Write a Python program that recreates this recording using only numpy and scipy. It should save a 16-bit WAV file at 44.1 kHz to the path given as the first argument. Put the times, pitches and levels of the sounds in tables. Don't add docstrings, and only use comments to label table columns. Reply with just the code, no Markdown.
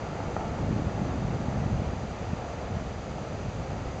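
import sys
import numpy as np
from scipy import signal
from scipy.fft import rfft, irfft
from scipy.io import wavfile

SR = 44100
rng = np.random.default_rng(int(sys.argv[2]) if len(sys.argv) > 2 else 0)


def inscribe(sig):
    pcm = np.round(np.clip(np.atleast_2d(sig).T, -1, 1) * 32767)
    wavfile.write(sys.argv[1], SR, pcm.astype(np.int16))


N = 176400


def from_db(db):
    return 10 ** (np.asarray(db) / 20)


def unit_power(x):
    return x / np.sqrt(np.mean(x ** 2) + 1e-20)


def automation(rows):
    return np.interp(np.arange(N) / SR, *np.transpose(rows))


def drift(per_s):
    hop, warm_up = 40, 2000
    pole = np.exp(-2 * np.pi * per_s * hop / SR)
    jitter = rng.standard_normal(N // hop + warm_up + 2)
    slow = signal.lfilter([1], [1, -2 * pole, pole ** 2], jitter)[warm_up:]
    return np.interp(np.arange(N) / hop, np.arange(len(slow)), unit_power(slow))


def equalise(x, eq):
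    size = 2 * N
    hz, db = np.transpose(eq)
    grid_hz = np.maximum(np.arange(N + 1) * SR / size, 1)
    gain = from_db(np.interp(np.log(grid_hz), np.log(hz), db))
    cepstrum = irfft(np.log(gain))
    cepstrum[1:N] *= 2
    cepstrum[N + 1:] = 0
    return irfft(rfft(x, size) * np.exp(rfft(cepstrum)))[:N]


def noise(eq):
    return unit_power(equalise(rng.standard_normal(N), eq))


# time in seconds, level in dB.
FLOW_LEVEL = [(0, -36), (.5, -37), (1.0, -36.5), (1.55, -36.5), (2.2, -37.5), (2.6, -37), (3.1, -38.5),
              (3.5, -38), (3.8, -37.5), (4, -38)]
# frequency in Hz, gain in dB.
ROAR_EQ = [(40, -9), (100, 7.5), (200, -2.5), (330, -3), (500, 1), (700, 0), (880, -3), (1030, -10),
           (1180, -7.5), (1350, -8.5), (1510, -14.5), (1700, -14), (2100, -16.5), (2700, -20.5),
           (3500, -32.5), (5000, -35.5), (9000, -61.5)]
FLUTTER_DB, KNOCKS_PER_S, KNOCK_SPREAD_DB, KNOCKS_DB = 0.51, 140, 1.5, -9.5
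CLATTER_HZ, CLATTER_GROWS = (724, 1700), 0.62


def avalanche():
    powder = noise(ROAR_EQ) * from_db(FLUTTER_DB * drift(per_s=9))
    sizes = from_db(KNOCK_SPREAD_DB * np.minimum(rng.exponential(1, N), 3))
    polarity = rng.choice([-1, 1], N)
    strikes = rng.random(N) < KNOCKS_PER_S / SR
    knocks = unit_power(equalise(sizes * polarity * strikes, ROAR_EQ))
    roar = powder + from_db(KNOCKS_DB) * knocks
    flow_db = automation(FLOW_LEVEL)
    clatter = signal.sosfiltfilt(signal.butter(2, CLATTER_HZ, "band", fs=SR, output="sos"), roar)
    clatter_gain = from_db(CLATTER_GROWS * (flow_db - flow_db.mean()))
    return from_db(flow_db) * (roar + clatter * (clatter_gain - 1))


# start in seconds, peak in dB before reflections.
BLOCK_HITS = [(.049, -39), (.203, -22), (.3655, -14), (.4095, -25.5), (.4195, -26), (3.183, -25)]
# frequency in Hz, gain in dB.
CRACK_EQ = [(60, -5.5), (160, 2), (330, -4.5), (500, -1), (680, 0), (880, 1), (1030, -8), (1320, -6),
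            (1550, -16), (2300, -26), (3500, -44), (9000, -70)]
GROUND_DELAY_S, GROUND_DB = 0.00192, -4.5
WALL_RISE_S, WALL_T60_S = 0.021, 0.63


def cracks():
    t = np.arange(N) / SR
    snap = equalise(signal.unit_impulse(N), CRACK_EQ)
    hits = np.zeros(N)
    for start_s, db in BLOCK_HITS:
        hits[int(start_s * SR)] -= from_db(db)
    direct = signal.fftconvolve(hits, snap / np.abs(snap).max())[:N]
    snaps = direct - from_db(GROUND_DB) * np.interp(t - GROUND_DELAY_S, t, direct)
    swell = (1 - np.exp(-t / WALL_RISE_S)) * from_db(-60 * t / WALL_T60_S)
    walls = rng.standard_normal(N) * swell
    return snaps + signal.fftconvolve(snaps, walls / np.linalg.norm(walls))[:N]


# time in seconds, level in dB.
WIND_LEVEL = [(0, -36.5), (.62, -33.5), (.72, -31.5), (.86, -30), (.93, -35), (1.01, -29), (1.12, -30.5),
              (1.24, -31.5), (1.36, -33), (1.47, -31.5), (1.88, -32), (2.1, -36.5), (2.5, -39), (2.64, -38),
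              (2.80, -35), (2.92, -37.5), (3.31, -35.5), (4, -37)]
# frequency in Hz, gain in dB.
WIND_EQ = [(15, -33), (28, -13), (50, 0), (85, 1), (130, -.5), (210, -4), (300, -11.5), (450, -19),
           (900, -34.5), (3000, -72.5)]
LUMPS_DB, CROSSOVER_HZ = 2.33, 140
GUST_BRIGHTENS, GUST_THINS = 0.5, 0.35


def wind():
    level_db = automation(WIND_LEVEL)
    gust_db = level_db - level_db.mean()
    air = unit_power(noise(WIND_EQ) * from_db(LUMPS_DB * drift(per_s=20)))
    bass = signal.sosfiltfilt(signal.butter(2, CROSSOVER_HZ, fs=SR, output="sos"), air)
    top = (air - bass) * from_db(GUST_BRIGHTENS * gust_db)
    return from_db(level_db) * (bass * from_db(-GUST_THINS * gust_db) + top)


# centre in seconds, peak in dB, half-width in milliseconds.
EDDIES = [(0.6473, -21, 1.55), (0.6927, -25, 1.4), (0.7107, -16, 1.4), (0.7296, -19.5, 1.4),
          (0.7641, -18.5, 1.4), (0.7961, -19.5, 1.1), (0.8223, -17.5, 1.3), (0.8715, -18.5, 1.9),
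          (.998, -20.5, 1.26), (1.0166, -19.5, 1.44), (1.1893, -21, 1.6), (1.2523, -21, 2.6),
          (1.33, -20.5, 1.85), (1.4065, -19.5, 1.45), (1.486, -16, 1.5), (1.5862, -20.5, 1.9),
          (1.604, -19.5, 2), (1.6628, -16.5, 1.74), (1.73, -18.5, 2.14), (1.8216, -16.5, 1.32),
          (2.3353, -19, 1.6), (2.771, -20, 1.77)]


def buffets():
    t_ms, pressure = np.arange(N) / SR * 1000, np.zeros(N)
    for centre_s, db, half_width_ms in EDDIES:
        offset = (t_ms - 1000 * centre_s) / half_width_ms
        near = np.abs(offset) < 10
        pressure[near] -= from_db(db) * (1 - offset[near] ** 2) * np.exp(-offset[near] ** 2 / 2)
    return pressure


# frequency in Hz, gain in dB.
HISS_EQ = [(200, -0.5), (3000, 2), (4000, -0.5), (4900, 1.5), (6100, 1.5), (7200, -2), (8000, -6),
           (8500, -19.5), (9000, -37)]
HISS_DB = -51.5


def hiss():
    return from_db(HISS_DB) * noise(HISS_EQ)


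def scene():
    return (avalanche() + cracks() + wind() + buffets() + hiss())[None]


# centre in Hz, width in Hz.
TREBLE_NOTCHES = [(5395, 530), (7700, 520), (8285, 500)]
CUTOFF_HZ = 8818


def record(dry):
    for hz, width_hz in TREBLE_NOTCHES:
        dry = signal.lfilter(*signal.iirnotch(hz, hz / width_hz, fs=SR), dry)
    return signal.sosfilt(signal.ellip(10, .1, 80, CUTOFF_HZ, fs=SR, output="sos"), dry)


dry = scene()
out = record(dry)
inscribe(out)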